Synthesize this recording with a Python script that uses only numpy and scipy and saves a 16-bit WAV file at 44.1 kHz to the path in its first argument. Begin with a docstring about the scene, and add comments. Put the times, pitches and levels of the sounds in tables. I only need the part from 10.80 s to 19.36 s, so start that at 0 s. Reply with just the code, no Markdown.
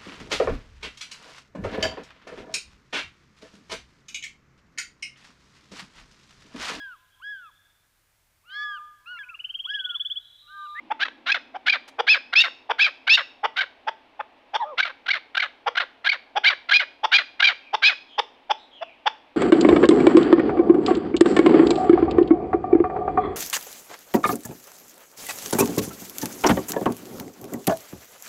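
"""Chukar partridge in a walled yard

A caged bird calls close by: short hoarse clucks, and longer notes that the catching airflow chops into puffs.
The syrinx buzzes at roughly 500-1000 Hz; its second harmonic carries the note, and under more pressure
it flips to a clear third. Each note ends in a falling rasp made of the second harmonic and breath noise.
A soft sinking moan and a feather rustle are heard too. Walls return a short tail of filtered noise, and
faint falling whistles come from far off over outdoor air and a distant low drone that dies away.
"""
import sys
import numpy as np
from scipy import signal
from scipy.fft import rfft, irfft, next_fast_len
from scipy.io import wavfile
from scipy.ndimage import uniform_filter1d, minimum_filter1d, map_coordinates

SR = 44100
rng = np.random.default_rng(int(sys.argv[2]) if len(sys.argv) > 2 else 0)


def dump_mix(stems):
    """Bounce the given channels to the path in sys.argv[1] as a 16-bit WAV at rate SR."""
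    frames = np.atleast_2d(stems).T  # one column per channel
    limited = np.clip(frames, -1, 1)  # hard clip at full scale
    pcm = np.round(limited * 32767).astype(np.int16)
    wavfile.write(sys.argv[1], SR, pcm)


N = 377496

# long notes, levels at full pressure: start t/s, climb t/s, ring t/s, fall t/s, ringing tone f/Hz,
# climb level/dB, ring level/dB, fall level/dB, roughness of the ring [0-1]
LONG_NOTES = [(0.192, 0.044, 0.0034, 0.051, 2575, -20, -26, -23.5, 0.2),
              (0.457, 0.056, 0.033, 0.036, 2594, -19.5, -14.5, -19.5, 0.14),
              (0.857, 0.029, 0.052, 0.036, 2527, -17.5, -13.5, -20.5, 0.12),
              (1.265, .021, .060, .035, 2560, -18, -11.5, -18, 0.07),
              (1.525, .027, .088, 0.047, 2655, -17.5, -11, -20.5, .08),
              (1.981, 0.02, 0.064, 0.032, 2523, -19.5, -13.5, -20.5, 0.12),
              (2.267, .023, 0.085, 0.049, 2617, -16.5, -10, -18.5, 0.08),
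              (2.759, 0.048, 0.0079, 0.031, 2230, -19, -20, -20.5, 0.31),
              (3.973, 0.045, 0.025, .072, 2294, -15.5, -18.5, -24.5, 0.14),
              (4.258, .041, 0.045, .040, 2324, -19.5, -16.5, -21.5, 0.17),
              (4.544, 0.05, 0.032, 0.043, 2295, -16.5, -19, -19.5, 0.22),
              (4.949, 0.043, 0.0042, 0.047, 2220, -17, -20, -18.5, .2),
              (5.240, .043, .048, .035, 2402, -16.5, -15, -24, 0.13),
              (5.633, .023, .041, .046, 2300, -15, -11.5, -18, 0.17),
              (5.886, 0.044, 0.074, 0.039, 2458, -13.5, -11.5, -19, 0.13),
              (6.312, 0.025, 0.052, 0.037, 2424, -14, -9.5, -19, 0.2),
              (6.593, .041, 0.057, 0.041, 2479, -11.5, -10, -19, 0.18),
              (7.017, .022, 0.057, 0.04, 2500, -17, -9, -19.5, .16)]
# moments when a note overblows: start t/s, end t/s
OVERBLOWN_SQUEALS = [(1.601, 1.626), (2.338, 2.364)]
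SQUEAL_HZ, SQUEAL_DB, SQUEAL_ROUGH, SQUEAL_BRIGHT_DB = 2780, -13.5, 0.13, 1.5
OVERLAP_S = 0.004  # each part of a note reaches this far into its neighbours
# tone at start, middle and end; roughness from start to end
CLIMB_HZ, CLIMB_ROUGH = (1327, 1513, 1740), (0.66, 0.15)
FALL_HZ, FALL_ROUGH = (1691, 1263, 1010), (0.34, 0.9)
# pitch as a share of the ringing tone; level change by the end
RING_PITCH, RING_FADE_DB = (0.85, 1.01, 0.87), -3.5
RING_FRAYS = 0.074  # roughness added at both ends of the ring, where pressure is low
# upper harmonics against the lower three
CLIMB_BRIGHT_DB, FALL_BRIGHT_DB, RING_BRIGHT_DB = -6, -5.5, -10.5
BRIGHT_DB_PER_ROUGH = 36  # a rougher ring is brighter
FORCE_BRIGHTENS, USUAL_RING_DB = 0.54, -10.5  # so is a harder one: dB gained per dB above the usual level


def notes():
    """Each note climbs hoarsely on its second harmonic, flips to a ringing third and falls away in a rasp."""
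    flow = airflow()
    out, overblown = np.zeros(N), np.zeros(N)

    # a squeal keeps the third harmonic, under strong upper ones, and replaces the ring meanwhile
    for start, end in OVERBLOWN_SQUEALS:
        overblown[int(start * SR):int(end * SR)] = 1
        at = start - OVERLAP_S
        tone_hz = np.full(int((end + OVERLAP_S - at) * SR), SQUEAL_HZ)
        squeal = blow(at, tone_hz, 3, flow, SQUEAL_ROUGH, SQUEAL_BRIGHT_DB, rise_s=0.0072, fall_s=0.014,
                      steepness=1, tone_db=30.5, overtone_db=-8, jitter=0.13, hiss_db=13)
        add(out, at, from_db(SQUEAL_DB) * squeal)
    ring_flow = flow * np.clip(1 - uniform_filter1d(overblown, int(OVERLAP_S * SR)), 0, 1)

    for start, climb_s, ring_s, fall_s, ring_hz, climb_db, ring_db, fall_db, rough in LONG_NOTES:
        flip = start + climb_s
        drop = flip + ring_s

        tone_hz = arch(start, flip + OVERLAP_S, CLIMB_HZ)
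        climb_rough = np.linspace(*CLIMB_ROUGH, len(tone_hz))
        climb = blow(start, tone_hz, 2, flow, climb_rough, CLIMB_BRIGHT_DB, rise_s=0.015, fall_s=0.007,
                     steepness=2.23, tone_db=31, overtone_db=20, jitter=0.056, hiss_db=15)
        add(out, start, from_db(climb_db) * climb)

        at = flip - OVERLAP_S
        tone_hz = ring_hz * arch(at, drop + OVERLAP_S, RING_PITCH)
        frayed = rough + RING_FRAYS * np.linspace(-1, 1, len(tone_hz)) ** 4
        bright_db = RING_BRIGHT_DB + BRIGHT_DB_PER_ROUGH * rough
        bright_db += FORCE_BRIGHTENS * (ring_db - USUAL_RING_DB)
        ring = blow(at, tone_hz, 3, ring_flow, frayed, bright_db, rise_s=0.0047, fall_s=0.0068,
                    steepness=2.8, tone_db=33, overtone_db=27.5, jitter=0.056, hiss_db=15)
        fade_db = RING_FADE_DB * np.linspace(0, 1, len(ring)) ** 2
        add(out, at, from_db(ring_db + fade_db) * ring)

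        at = drop - OVERLAP_S
        tone_hz = arch(at, drop + fall_s, FALL_HZ)
        fall_rough = np.linspace(*FALL_ROUGH, len(tone_hz))
        fall = blow(at, tone_hz, 2, flow, fall_rough, FALL_BRIGHT_DB, rise_s=0.0073, fall_s=0.0044,
                    steepness=2.59, tone_db=26.5, overtone_db=16, jitter=0.056, hiss_db=15)
        add(out, at, from_db(fall_db) * fall)
    return out


# throat with open beak: f/Hz, level/dB
OPEN_THROAT = [(300, -48.5), (550, -13.5), (1150, -1.5), (1550, 4.5), (2300, 2), (3000, 2), (3900, 1),
               (4800, -13.5), (5600, -19.5), (7000, -30.5), (8800, -47), (10500, -38), (15500, -51.5)]
CATCH_SAG, RECOVER_S = 0.12, 0.0037  # share of pitch lost in a catch, and how fast it comes back
RATTLE_DB, RATTLE_HZ = 2, 407  # a rough voice comes in uneven pulses
WANDER, WANDER_HZ = 0.014, 71  # share by which the pitch strays, and how often


def blow(start, tone_hz, register, flow, rough, bright_db, rise_s, fall_s, steepness,
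         tone_db, overtone_db, jitter, hiss_db):
    """One part of a note: loudness follows pitch, and the cleaner the voice, the more one harmonic rules."""
    count = len(tone_hz)
    flow = flow[int(start * SR):][:count]
    rough = np.clip(rough, 0, 1)
    pressure = swell(count, rise_s, fall_s) * flow * (tone_hz / tone_hz.max()) ** steepness
    pressure = pressure * from_db(RATTLE_DB * rough * flutter(count, RATTLE_HZ))
    # the pitch sags behind each catch
    lag = np.exp(-1 / (RECOVER_S * SR))
    sag = CATCH_SAG * signal.lfilter([1 - lag], [1, -lag], 1 - flow)
    hz = tone_hz / register * (1 - sag) * (1 + WANDER * flutter(count, WANDER_HZ))
    clean = (1 - rough) ** 3
    voice = syrinx(hz, pressure, OPEN_THROAT, rough, bright_db, register, tone_db * clean,
                   overtone_db * clean ** 2, jitter, scatter=0.54, hiss_db=hiss_db, spread=0.51)
    return voice * np.sqrt(np.mean(pressure ** 2))


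# catches of the airflow that chop a note into puffs: middle t/s, length t/s
AIRFLOW_CATCHES = [(0.246, 0.021), (0.275, 0.019), (0.514, 0.016), (0.536, .025), (0.893, 0.013),
                   (0.916, 0.027), (1.549, 0.023), (1.632, 0.02), (2.040, .013), (2.29, 0.016),
                   (2.367, 0.023), (2.804, .017), (4.019, 0.028), (4.045, .019), (4.092, .013),
                   (4.277, 0.0186), (4.3, 0.016), (4.327, .023), (4.349, 0.013), (4.564, .020),
                   (4.591, .023), (4.615, 0.02), (4.966, 0.016), (4.993, 0.021), (5.257, .011),
                   (5.285, 0.019), (5.311, .023), (5.696, 0.015), (5.906, 0.017), (5.93, .013),
                   (5.956, .009), (5.985, 0.03), (6.378, 0.02), (6.618, .020), (6.638, .012), (6.666, .018),
                   (7.092, .012)]
SHUT_S = 0.008  # time the airflow takes to shut or reopen, so a brief catch only dents it


def airflow():
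    """How open the airway is, 0-1, as it catches and reopens."""
    t, shut = np.arange(N) / SR, np.zeros(N)
    for middle, length in AIRFLOW_CATCHES:
        near = slice(int((middle - length) * SR), int((middle + length) * SR))
        shut[near] += np.maximum(0, length / 2 - np.abs(t[near] - middle)) / SHUT_S
    return np.cos(np.pi / 2 * np.minimum(shut, 1)) ** 1.3


def syrinx(hz, pressure, throat, rough, bright_db, tone, tone_db, overtone_db, jitter, scatter, hiss_db, spread):
    """Harmonics of an unsteady membrane through the throat; harmonic `tone` and its octave are weighted."""
    count = len(hz)
    unsteady = 1 + jitter * rough * flutter(count, 483) + 0.009 * flutter(count, 173.6)
    phase = 2 * np.pi * np.cumsum(hz * unsteady) / SR
    k = np.arange(1, 9)[:, None]  # harmonic numbers
    weights = gain_at(throat, k * hz) * from_db(tone_db * (k == tone) + overtone_db * (k == 2 * tone))
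    # a slack membrane flaps wider, so the fundamental gains as the pitch sinks
    weights = weights * np.where(k == 1, (760 / hz) ** 3.3, 1)
    # the weaker harmonics come and go
    come_and_go = np.array([flutter(count, 130) for _ in k])
    weights = weights * from_db(2.3 * (k != tone) * come_and_go)
    # the windpipe smears each pulse
    buzz = weights * np.cos(k * phase + spread * k ** 2)
    buzz = buzz * (1 + scatter * rough * flutter(count, 800))
    # air escapes once a cycle, more as pressure builds, and carries the treble
    puffs = rng.standard_normal(count) * np.sqrt(pressure) * (1 + 0.86 * np.cos(phase))
    hiss = from_db(hiss_db) * (0.27 + rough) * colour(puffs, throat)
    split = signal.butter(4, 3.5 * hz.mean(), fs=SR, output="sos")
    low_hiss = signal.sosfiltfilt(split, hiss)
    low = buzz[:3].sum(0) + low_hiss
    high = buzz[3:].sum(0) + hiss - low_hiss
    # the upper harmonics need pressure: they come in late and leave early
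    return rms_one(rms_one(low * pressure) + from_db(bright_db) * rms_one(high * pressure ** 2.3))


# clucks, levels before a common trim: start t/s, length t/s, middle pitch f/Hz, level/dB,
# upper harmonics level/dB, roughness [0-1]
HOARSE_CLUCKS = [(0.101, 0.028, 858, -20, -22, 0.19), (0.738, 0.038, 744, -29.5, -18.5, 0.47),
                 (1.182, .031, 901, -17.5, -10, 1.01), (1.89, 0.034, 899.6, -18, -12.5, 0.84),
                 (2.63, 0.036, 893.4, -17, -15, 0.65), (3.066, 0.033, 876, -20, -15, 0.49),
                 (3.391, 0.0256, 875, -24.5, -25.5, 0.44), (3.732, 0.041, 866.7, -19, -7.5, 0.41),
                 (4.859, 0.0339, 944, -17.5, -15, 0.85), (5.552, .036, 803, -17, -9, 0.42),
                 (6.23, .032, 888, -15.5, -9.5, .53), (6.927, 0.032, 847.4, -16.5, -9, 0.45),
                 (7.376, 0.03, 880, -15.5, -5.5, 0.75), (7.693, .031, 823, -15, -8, 0.4),
                 (8.008, 0.031, 661, -25.5, -12, 0.16), (8.255, 0.03, 845, -14, -7, .4)]
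# throat with the beak nearly closed: f/Hz, level/dB
CLUCK_THROAT = [(280, -32), (450, -7.5), (850, 7), (1150, 0.5), (1550, 0.5), (2000, -6.5), (2700, -12),
                (3450, -8.5), (4050, -38), (4700, -24.5), (5800, -30.5), (6500, -50.5), (15500, -70.5)]
CLUCK_TRIM_DB = -3.5


def clucks():
    """One hoarse push: it starts soft and low, swells, and the rougher it is, croaks an octave down."""
    out = np.zeros(N)
    for start, length, pitch, level_db, bright_db, rough in HOARSE_CLUCKS:
        hz = arch(start, start + length, [(0.93 - 0.2 * rough) * pitch, pitch, 1.04 * pitch])
        push = swell(len(hz), rise_s=0.025, fall_s=0.0091) ** 1.13
        voice = syrinx(hz, push, CLUCK_THROAT, rough, bright_db, 1, tone_db=8.5, overtone_db=-9,
                       jitter=0.06, scatter=0.62, hiss_db=17, spread=0.98)
        half_phase = np.pi * np.cumsum(hz) / SR
        progress = np.linspace(0, 1, len(hz))
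        croak = 0.8 * rough ** 2 * progress * (np.cos(half_phase) + 0.48 * np.cos(3 * half_phase))
        add(out, start, from_db(level_db + CLUCK_TRIM_DB) * rms_one(voice + croak * push))
    return out


# soft whine: start t/s, end t/s, first f/Hz, middle f/Hz, last f/Hz, level/dB, second harmonic level/dB
SOFT_WHINE = [(3.794, 3.85, 948, 914, 784.5, -25.5, -20), (3.837, 3.952, 528, 620, 427, -38.5, -2)]


def whine():
    """A soft moan of few harmonics that sinks into a lower register."""
    out = np.zeros(N)
    for start, end, *pitches, level_db, second_db in SOFT_WHINE:
        hz = arch(start, end, pitches)
        phase = 2 * np.pi * np.cumsum(hz * (1 + 0.043 * flutter(len(hz), 500))) / SR
        tone = np.sin(phase) + from_db(second_db) * np.sin(2 * phase) + from_db(-27.5) * np.sin(4 * phase)
        add(out, start, from_db(level_db) * rms_one(tone * swell(len(hz), rise_s=0.025, fall_s=0.017)))
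    return out


def rustle(start=1.075, level_db=-50):
    """The bird shifts: a brief grainy brush of feathers, from multiplied noises dulled above 3.5 kHz."""
    out, count = np.zeros(N), SR // 28
    grains = rng.standard_normal(count) * rng.standard_normal(count)
    grains = signal.sosfilt(signal.butter(2, 3500, fs=SR, output="sos"), grains)
    add(out, start, from_db(level_db) * rms_one(grains) * swell(count, rise_s=0.009, fall_s=0.036) ** 2)
    return out


# gain of the bird's treble above 9.6 kHz: t/s, level/dB
TREBLE_GAIN = [(0.3, -2), (0.7, 4), (2.4, 4.5), (3.3, 0), (5.0, 2), (7.1, 0), (7.7, -4)]


def treble(x):
    """The top of the voice rises and fades as the bird moves."""
    times, db = np.transpose(TREBLE_GAIN)
    top = signal.sosfiltfilt(signal.butter(8, 9600, "high", fs=SR, output="sos"), x)
    gain = from_db(np.interp(np.arange(N) / SR, times, db))
    return x + (gain - 1) * top


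# far whistles, levels without their echoes: start t/s, end t/s, first f/Hz, last f/Hz, level/dB
FAR_WHISTLES = [(6.81, 6.95, 2650, 2260, -58.5), (7.268, 7.40, 3290, 3135, -59),
                (7.758, 7.87, 3870, 3760, -63.5), (7.9, 8.147, 3434, 2165, -58.5)]


def far_whistles():
    """Falling whistles: unsteady gliding tones with soft edges, blurred by distance."""
    out = np.zeros(N)
    for start, end, first_hz, last_hz, level_db in FAR_WHISTLES:
        count = int((end - start) * SR)
        hz = np.linspace(first_hz, last_hz, count) * (1 + 0.05 * flutter(count, 760))
        phase = 2 * np.pi * np.cumsum(hz) / SR
        tone = np.sin(phase) + from_db(-32) * np.sin(2 * phase)
        add(out, start, from_db(level_db) * rms_one(tone * swell(count, rise_s=0.055, fall_s=0.063)))
    return out


# colour of the yard's tail: f/Hz, level/dB
WALL_COLOUR = [(300, 4), (900, -8), (5000, -3.5), (8000, -2), (15000, -12.5)]


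def yard(x, early_db, early_t60, late_db, late_t60):
    """Ground and house wall scatter the sound at once; the wider yard answers with a longer tail."""
    t = np.arange(int(0.8 * SR)) / SR
    response = 0
    for level_db, t60, build_s in (early_db, early_t60, 0.004), (late_db, late_t60, 0.025):
        echoes = colour(rng.standard_normal(len(t)), WALL_COLOUR)
        echoes = echoes * from_db(-60 * t / t60) * (1 - np.exp(-t / build_s))
        response = response + from_db(level_db) * echoes / np.linalg.norm(echoes)
    return x + signal.fftconvolve(x, response)[:N]


# spectrum of outdoor air before its level is set: f/Hz, level/dB per Hz
AIR_COLOUR = [(25, -17), (130, -17), (165, -24.5), (260, -5), (400, -9.5), (850, -4.5), (1400, -16),
              (2500, -12.5), (3600, -19), (7000, -42.5), (15000, -52)]


def outdoor_air(level_db=-57):
    """Steady noise shaped to the colour of outdoor air."""
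    return from_db(level_db) * rms_one(colour(rng.standard_normal(N), AIR_COLOUR))


def distant_drone():
    """A low band of noise that fades steadily by 7.7 dB a second."""
    band = signal.butter(3, [230, 340], "band", fs=SR, output="sos")
    drone = rms_one(signal.sosfilt(band, rng.standard_normal(N)))
    return from_db(-55.5 - 7.7 * np.arange(N) / SR) * drone


def from_db(db):
    """Amplitude factor of a level in dB."""
    return 10 ** (np.asarray(db) / 20)


def rms_one(x):
    """Scale a sound to rms 1."""
    return x / np.sqrt(np.mean(x ** 2) + 1e-20)


def gain_at(spectrum, hz):
    """Gain of a (f/Hz, level/dB) table, joined on a log-frequency axis."""
    points = np.array(spectrum)
    return from_db(np.interp(np.log(hz + 1), np.log(points[:, 0]), points[:, 1]))


def colour(x, spectrum):
    """Shape a sound by a (f/Hz, level/dB) table."""
    size = next_fast_len(len(x) + 512)
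    hz = np.arange(size // 2 + 1) * SR / size
    return irfft(rfft(x, size) * gain_at(spectrum, hz), size)[:len(x)]


def flutter(count, hz):
    """Smooth random curve around zero, with hz fresh values a second."""
    knots = rng.standard_normal(512)
    return map_coordinates(knots, [np.arange(count) * hz / SR], order=2, mode="wrap")


def arch(start, end, pitches):
    """Pitch bent smoothly through its start, middle and end values."""
    curve = np.polyfit([0, 0.5, 1], pitches, 2)
    return np.polyval(curve, np.linspace(0, 1, int((end - start) * SR)))


def swell(count, rise_s, fall_s):
    """Envelope with rounded edges, rms 1."""
    t = np.arange(count) / SR
    rise = np.sin(np.pi / 2 * np.clip(t / rise_s, 0, 1))
    fall = np.sin(np.pi / 2 * np.clip(t[::-1] / fall_s, 0, 1))
    return rms_one(rise * fall)


def add(out, start, sound):
    """Mix a sound in at its time."""
    at = int(start * SR)
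    out[at:at + len(sound)] += sound[:len(out) - at]


def scene():
    """The near bird and the far whistles, each with its tail, over air and drone."""
    bird = notes() + clucks() + whine() + rustle()
    # a steep low cut at 380 Hz removes the bird's lowest sound
    bird = signal.sosfilt(signal.butter(4, 380, "high", fs=SR, output="sos"), bird)
    near = yard(treble(bird), early_db=-17.5, early_t60=0.19, late_db=-25, late_t60=0.44)
    far = yard(far_whistles(), early_db=3, early_t60=0.13, late_db=-2, late_t60=0.86)
    return (near + far + outdoor_air() + distant_drone())[None]


def record(dry):
    """A fast limiter holds down the loudest peaks; the top is cut steeply."""
    ceiling_db, cutoff_hz = -5.5, 15850
    span = SR // 250  # 4 ms
    peaks = -minimum_filter1d(-np.abs(dry), span)
    gain = uniform_filter1d(np.minimum(1, from_db(ceiling_db) / (peaks + 1e-9)), span)
    steep_cut = signal.ellip(10, 0.1, 80, cutoff_hz, fs=SR, output="sos")
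    return signal.sosfilt(steep_cut, dry * gain)


dry = scene()
out = record(dry)
dump_mix(out)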